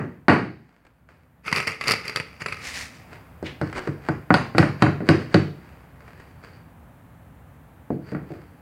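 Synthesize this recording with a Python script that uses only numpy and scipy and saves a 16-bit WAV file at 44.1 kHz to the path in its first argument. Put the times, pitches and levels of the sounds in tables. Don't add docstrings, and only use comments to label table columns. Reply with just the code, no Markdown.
import sys
import numpy as np
from scipy import signal
from scipy.io import wavfile

SR = 44100
rng = np.random.default_rng(int(sys.argv[2]) if len(sys.argv) > 2 else 0)


def file_out(sig):
    cols = np.atleast_2d(sig).T
    lim = np.clip(cols, -1, 1)
    pcm = np.round(lim * 32767).astype(np.int16)
    wavfile.write(sys.argv[1], SR, pcm)


N = 379701

# (frequency [Hz], gain [dB])
ROOM_TONE_EQ = [(15, -80.5), (25, -63.5), (58, 3.5), (123, -0.5), (175, -0.5), (195, -9.5), (249, -5),
                (384, -18.5), (476, -14.5), (796, -15), (1700, -21.5), (2000, -24.5), (5140, -44.5),
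                (13200, -37.5), (16000, -37.5)]
# (time [s], gain [dB])
ROOM_TONE_RIDE = [(0, -6), (.7, -13.5), (1.35, -9), (3, 1.5), (5.7, -1), (8.6, -1)]
# (frequency [Hz], t60 [s])
REVERB_DECAY = [(100, .5), (300, 0.4425), (1000, 0.3258), (4500, 0.47), (9000, 0.35), (15000, 0.57)]
# (frequency [Hz], gain [dB])
REVERB_EQ = [(80, -2.5), (200, 3), (500, 4.5), (1000, 1.5), (2200, 0.5), (4500, 0), (9000, -5.5),
             (15000, -10.5)]

# (peak time [s], rise [s], fall [s], level [dB])
SLEEVE_SWISHES = [(2.68, 0.074, 0.15, -33.5), (2.76, 0.042, 0.14, -33.5), (2.83, 0.16, .1, -37),
                  (2.96, 0.049, .15, -52)]
# (frequency [Hz], gain [dB])
CLOTH_EQ = [(88, -23), (150, -19.5), (280, -11), (315, -27), (555, -17.5), (790, -17), (1340, -14),
            (1480, -14), (1870, -3.5), (3290, -16.5), (4670, -13), (8730, -22), (16000, -40)]

# (peak time [s], rise [s], fall [s], level [dB])
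FINGER_STIRS = [(1.48, .035, 0.074, -32), (1.575, 0.051, 0.11, -23.5), (1.69, 0.03, 0.1, -29),
                (1.825, 0.027, .08, -35), (1.91, 0.082, 0.12, -24.5), (2.085, 0.068, 0.15, -35),
                (2.18, 0.041, 0.13, -37.5), (2.3, 0.067, 0.6, -53.5), (2.42, 0.025, 0.035, -34),
                (2.49, .05, 0.59, -39)]
# (time [s], knock on the tub [dB], steel on steel [dB])
NAIL_CLINKS = [(1.48, -21.5, -47.5), (1.515, -26, -38), (1.5268, -11.5, -24), (1.5614, -21.5, -23.5),
               (1.574, -21, -32), (1.602, -18.5, -36.5), (1.672, -20.5, -26.5), (1.677, -17, -28.5),
               (1.811, -22.5, -35), (1.839, -24.5, -37), (1.8736, -23, -27), (1.881, -23, -16),
               (1.890, -17.5, -27), (1.898, -22, -22), (1.910, -16, -17), (1.918, -18, -14),
               (1.937, -17, -30), (2.08, -27, -28), (2.096, -27, -33), (2.160, -17, -22.5),
               (2.171, -22, -30.5), (2.200, -19, -40.5), (2.4197, -24, -44), (2.461, -20.5, -39.5),
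               (2.484, -28, -44), (2.524, -23.5, -44)]
# (frequency [Hz], gain [dB])
TUB_EQ = [(60, -23.5), (100, 3.5), (160, 5), (300, -6), (440, 1), (700, -7), (1250, -0.5), (1700, -2.5),
          (2100, 5.5), (2650, 2.5), (3600, -23.5), (4900, -17), (6100, -36), (10200, -35.5), (12500, -54.5),
          (16000, -50)]
# (frequency [Hz], bandwidth [Hz], gain [dB])
TUB_RESONANCES = [(434, 40, -8), (1290, 110, 0), (2063, 1500, -8.5), (4555, 270, 8.5)]
# (frequency [Hz], gain [dB])
STEEL_EQ = [(1500, -20), (3000, -6.5), (3900, -10), (4700, 8.5), (5400, -4.5), (6500, -14), (10500, -15.5),
            (16000, -30)]
# (time [s], gain [dB])
NAIL_PINGS = [(2.171, -50), (2.462, -47)]
# (frequency [Hz], relative level [dB], t60 [s])
FREE_NAIL_MODES = [(7550, -4, .2), (9950, -2, .12), (10250, -5, .18)]

# (peak time [s], rise [s], fall [s], scrape [dB], grazed nail singing [dB])
BOARD_SLIDES = [(0, .1, 0.28, -57, -84), (.75, 0.53, 0.44, -64.5, -90.5), (1.1, 0.011, 0.2, -55.5, -85),
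                (3.14, .06, 0.11, -44.5, -79), (3.68, 0.084, .15, -44.5, -79),
                (3.78, 0.04, 0.033, -28.5, -48), (3.86, 0.15, 0.12, -41, -81),
                (4.08, 0.096, 0.18, -45.5, -77), (5.22, .1, 0.15, -42.5, -66),
                (5.7, 0.26, 0.43, -52.5, -81.5), (6.09, 0.15, 0.15, -53.5, -82),
                (6.21, 0.11, 0.32, -51.5, -73), (6.45, .04, 0.18, -47.5, -64),
                (6.56, 0.077, 0.12, -57, -69), (8.11, 0.094, 0.081, -47, -60.5),
                (8.35, 0.13, 0.31, -53, -72)]
# (time [s], attack level [dB])
BOARD_TOUCHES = [(0.8505, -52), (0.8671, -47.5), (1.089, -47.5), (3.7282, -30), (3.7804, -26.5),
                 (6.0064, -46), (6.0794, -43), (6.1999, -40.5)]
# (frequency [Hz], gain [dB])
SCRAPE_EQ = [(150, 1.5), (400, 6.5), (900, 2), (1600, 4.5), (2400, -0.5), (3500, -15.5), (4250, -14),
             (4650, -10), (5150, -15.5), (5800, -20.5), (8300, -20.5), (11000, -34.5), (16000, -44)]
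# (peak time [s], rise [s], fall [s], level [dB])
HEAD_SKID = [(3.467, 0.025, 0.082, -35)]
# (frequency [Hz], gain [dB])
SKID_EQ = [(1200, -11), (2500, -2), (4800, -17), (9000, -33), (16000, -55)]

# (time [s], bench thud [dB], board knock [dB], nail ring [dB], steel crack [dB], reverb send [dB])
HAMMER_HITS = [(-0.035, -16.5, -23, -48.5, -55, -2), (0.2827, -13.5, -12, -29.5, -41.5, 4.5),
               (3.427, -27.5, -42.5, -64, -58, -2.5), (3.614, -22.5, -25, -47, -47.5, -6),
               (3.874, -23.5, -29.5, -50, -53.5, -5.5), (4.087, -20.5, -20.5, -44, -48, -7),
               (4.305, -10.5, -11, -73, -59, -12.5), (4.341, -14.5, -12.5, -22.5, -33, -4),
               (4.549, -20.5, -28.5, -79, -69, -8), (4.582, -11.5, -13.5, -22, -30.5, -5),
               (4.6276, -18, -18, -43.5, -66, -3), (4.8226, -10, -13, -25.5, -36, -5.5),
               (4.865, -20, -20.5, -62, -63, -4.5), (5.005, -26, -36.5, -78, -68, 1.5),
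               (5.089, -9.5, -14.5, -24, -34, -3.5), (5.343, -9.5, -16.5, -24, -36.5, -5),
               (7.904, -20.5, -42.5, -73, -69.5, -2), (8.122, -28, -42, -71, -74, -2),
               (8.149, -27.5, -33.5, -60, -67, -3.5), (8.305, -34, -58, -70, -76, -1.5)]
# (frequency [Hz], relative level [dB], t60 [s])
BOARD_MODES = [(97, -9, 0.4), (117.8, -16, 0.5), (144.9, -7.5, 0.46), (167.7, 0.5, 0.1), (299, -6, 0.19),
               (320, -2.5, 0.21), (454, -20, 0.24), (570, -3, 0.096), (725.5, -0.5, 0.1), (735.4, 0.5, .09),
               (837, -1, 0.019), (1070, -22.5, 0.57), (1437, -5, 0.034), (1493, 4, 0.05),
               (1432, 0.5, 0.014), (1815, -5.5, 0.03), (1896, -4, .04), (2620, -27, 0.053),
               (4580, -12.5, 0.011), (4558, -4.5, 0.057), (4600, -23.5, 0.0083), (7740, -2.5, 0.0083),
               (8410, -4.5, 0.037)]
# (low cut [Hz], high cut [Hz], wash t60 [s], wash against clear modes [dB], reverb send trim [dB])
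HIT_LAYERS = [(68, 562, 0.052, 1, -3.5), (484, 1980, 0.049, -1.5, 0), (2750, 6000, 0.033, 6, 0),
              (5470, 13000, 0.014, 7.5, 8)]
# (frequency [Hz], gain [dB])
WOOD_EQ = [(50, -9.5), (100, 1), (160, 5), (320, 1), (600, -3), (1100, -2), (1550, -3), (2500, -7),
           (3400, -18.5), (4000, -14), (4600, -12), (5700, -32), (8200, -33.5), (16000, -52)]

HEAD_DOWN_S = 3.4
GRIP_T60_RATIO, NAIL_FROM_HZ = .15, 3000


def amp(db):
    return 10 ** (np.asarray(db) / 20)


def unit(x):
    return x / np.sqrt(np.mean(x ** 2) + 1e-20)


def decay(t, t60):
    return amp(-60 * t / t60)


def curve_at(points, hz):
    point_hz, values = np.transpose(points)
    return np.interp(np.log(hz + 1), np.log(point_hz + 1), values)


def add(mix, s, sound):
    start = round(s * SR)
    sound = sound[max(-start, 0):]
    part = mix[max(start, 0):][:len(sound)]
    part += sound[:len(part)]


def eq(x, curve):
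    hz = abs(np.fft.fftfreq(4096, 1 / SR))
    log_gain = np.log(amp(curve_at(curve, hz)))
    response = np.exp(np.conj(signal.hilbert(log_gain)))
    taps = np.fft.ifft(response).real[:2048]
    return signal.oaconvolve(x, taps)[:len(x)]


def level_eq(x, curve):
    return unit(eq(x, curve)) * x.std()


def band(x, low_hz, high_hz):
    return signal.sosfilt(signal.butter(3, [low_hz, high_hz], "band", fs=SR, output="sos"), x)


def strokes(rows, span_db=20):
    t, power = np.arange(0, N, 32) / SR, 0
    for s, rise_s, fall_s, db in rows:
        from_peak = np.where(t < s, ((s - t) / rise_s) ** 2, (t - s) / fall_s)
        power = power + amp(db - span_db * np.minimum(from_peak, 10)) ** 2
    return np.interp(np.arange(N) / SR, t, np.sqrt(power))


def friction(slips_per_s, spread_db, hiss):
    sizes = amp(spread_db * np.minimum(rng.exponential(1, N), 4))
    slips = (rng.random(N) < slips_per_s / SR) * rng.standard_normal(N) * sizes
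    return unit(unit(slips) + hiss * rng.standard_normal(N))


def snaps(rows, t60):
    out, t = np.zeros(N), np.arange(2048) / SR
    for s, db in rows:
        chatter = unit(rng.standard_normal(len(t)) * decay(t, t60))
        burst = chatter + .5 * unit(t == 0)
        add(out, s, amp(db) * burst / burst[t < .002].std())
    return out


def room_tone(base_db=-47.5):
    ride_db = np.interp(np.arange(N) / SR, *np.transpose(ROOM_TONE_RIDE))
    rumble = eq(rng.standard_normal(N + SR), ROOM_TONE_EQ)[SR:]
    return amp(base_db + ride_db) * unit(rumble)


def workshop_reverb(x, bass_build_s=.013, treble_build_s=.0087):
    hz, t, spectrum = signal.stft(rng.standard_normal(SR * 3 // 4), SR, nperseg=256)
    build_s = curve_at([(150, bass_build_s), (1500, treble_build_s)], hz)[:, None]
    fade_in = np.clip(t / build_s - .5, 0, 1)
    fade_out = decay(t, curve_at(REVERB_DECAY, hz)[:, None])
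    tail = signal.istft(spectrum * fade_in * fade_out, SR, nperseg=256)[1]
    response = eq(tail / np.linalg.norm(tail), REVERB_EQ)
    return signal.fftconvolve(x, response)[:len(x)]


def sleeve():
    rubbing = friction(slips_per_s=3000, spread_db=1.5, hiss=1)
    return strokes(SLEEVE_SWISHES) * level_eq(rubbing, CLOTH_EQ)


def loose_nails(drive, count=36, low_hz=2900, high_hz=11500, t60=.014, tilt_db_per_octave=-7):
    t, out = np.arange(SR // 16) / SR, np.zeros(N)
    struck_nail = rng.integers(0, count, N // 32 + 1).repeat(32)[:N]
    pitches = np.geomspace(low_hz, high_hz, count) * rng.uniform(.98, 1.02, count)
    for k, hz in enumerate(pitches):
        gain = amp(tilt_db_per_octave * np.log2(hz / low_hz))
        ring = gain * np.sin(2 * np.pi * hz * t) * decay(t, t60)
        out += signal.oaconvolve(drive * (struck_nail == k), ring)[:N]
    return unit(out) * drive.std()


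def picked_nail():
    t, out = np.arange(SR // 4) / SR, np.zeros(N)
    ring = sum(amp(db) * decay(t, t60) * np.sin(2 * np.pi * hz * t) for hz, db, t60 in FREE_NAIL_MODES)
    for s, db in NAIL_PINGS:
        add(out, s, amp(db) * ring)
    return out


def nail_tub():
    stirring = strokes(FINGER_STIRS) * friction(slips_per_s=1800, spread_db=2.5, hiss=.75)
    knocks = snaps([(s, db) for s, db, _ in NAIL_CLINKS], t60=.028)
    clinks = snaps([(s, db) for s, _, db in NAIL_CLINKS], t60=.027)
    drive = knocks + stirring
    resonance = sum(amp(db) * signal.lfilter(*signal.iirpeak(hz, hz / width, SR), drive)
                    for hz, width, db in TUB_RESONANCES)
    tub = unit(eq(drive + resonance, TUB_EQ)) * drive.std()
    steel = level_eq(clinks + amp(-9.5) * stirring, STEEL_EQ)
    sound = tub + steel + amp(-15.5) * loose_nails(drive) + picked_nail()
    return sound + amp(-12) * workshop_reverb(sound)


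def board_slides(glide_rise_s=.045, glide_fall_s=.09, scrape_trim_db=-13.5, sing_trim_db=-31.5):
    glides = [(s, glide_rise_s, glide_fall_s, nail_db + scrape_trim_db, nail_db + sing_trim_db)
              for s, _, _, nail_db, _, _ in HAMMER_HITS if s > HEAD_DOWN_S]
    moves = list(BOARD_SLIDES) + glides
    scrape_envelope = strokes([(*timing, db) for *timing, db, _ in moves])
    sing_envelope = strokes([(*timing, db) for *timing, _, db in moves])
    grain = friction(slips_per_s=1400, spread_db=5, hiss=.95)
    touches = snaps(BOARD_TOUCHES, t60=.036)
    scrape = level_eq(scrape_envelope * grain + touches, SCRAPE_EQ)
    singing = band(friction(slips_per_s=920, spread_db=2.5, hiss=.51), low_hz=4400, high_hz=4850)
    skid = eq(friction(slips_per_s=1800, spread_db=2.5, hiss=1), SKID_EQ)
    sound = scrape + sing_envelope * unit(singing) + strokes(HEAD_SKID) * unit(skid)
    return sound + amp(-8.5) * workshop_reverb(sound)


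def board_ring(t, nail_t60_ratio, vary_db=1.5, detune=.008):
    modes = np.zeros(len(t))
    for k, (hz, db, t60) in enumerate(BOARD_MODES):
        size, shift = rng.standard_normal(2)
        if hz > NAIL_FROM_HZ:
            t60 *= nail_t60_ratio
        envelope = amp(db + vary_db * size) * decay(t, t60)
        modes += (-1) ** k * envelope * np.sin(2 * np.pi * hz * (1 + detune * shift) * t)
    return modes


def hammer_blow(layers_db, send_db, nail_t60_ratio):
    t = np.arange(SR // 3) / SR
    attack = t < .01
    modes = board_ring(t, nail_t60_ratio)
    contact = eq(signal.unit_impulse(len(t)), WOOD_EQ)
    direct, send = np.zeros((2, len(t)))
    for db, (low_hz, high_hz, t60, wash_db, trim_db) in zip(layers_db, HIT_LAYERS):
        weak_modes = eq(rng.standard_normal(len(t)) * decay(t, t60), WOOD_EQ)
        click, ring, wash = band(np.array([contact, modes, weak_modes]), low_hz, high_hz)
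        layer = click / click[attack].std() + ring / ring[attack].std()
        layer += amp(wash_db) * wash / wash[attack].std()
        layer *= amp(db) / layer[attack].std()
        direct += layer
        evened = amp(-3.5) * unit(click) * layer.std() + amp(-8) * layer
        send += amp(trim_db) * evened
    tail_space = (0, SR // 2)
    return np.pad(direct, tail_space) + amp(send_db) * workshop_reverb(np.pad(send, tail_space))


def hammer():
    out = np.zeros(N)
    for s, *layers_db, send_db in HAMMER_HITS:
        nail_t60_ratio = GRIP_T60_RATIO if s < HEAD_DOWN_S else 1
        add(out, s, hammer_blow(layers_db, send_db, nail_t60_ratio))
    return out


def scene():
    return (hammer() + nail_tub() + sleeve() + board_slides() + room_tone())[None]


def record(dry, ceiling=.98, high_cut_hz=15950):
    rounded = dry / (1 + (dry / ceiling) ** 6) ** (1 / 6)
    high_cut = signal.firwin(511, high_cut_hz, window=("kaiser", 9), fs=SR)
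    return signal.oaconvolve(rounded, high_cut[None], "same")


dry = scene()
out = record(dry)
file_out(out)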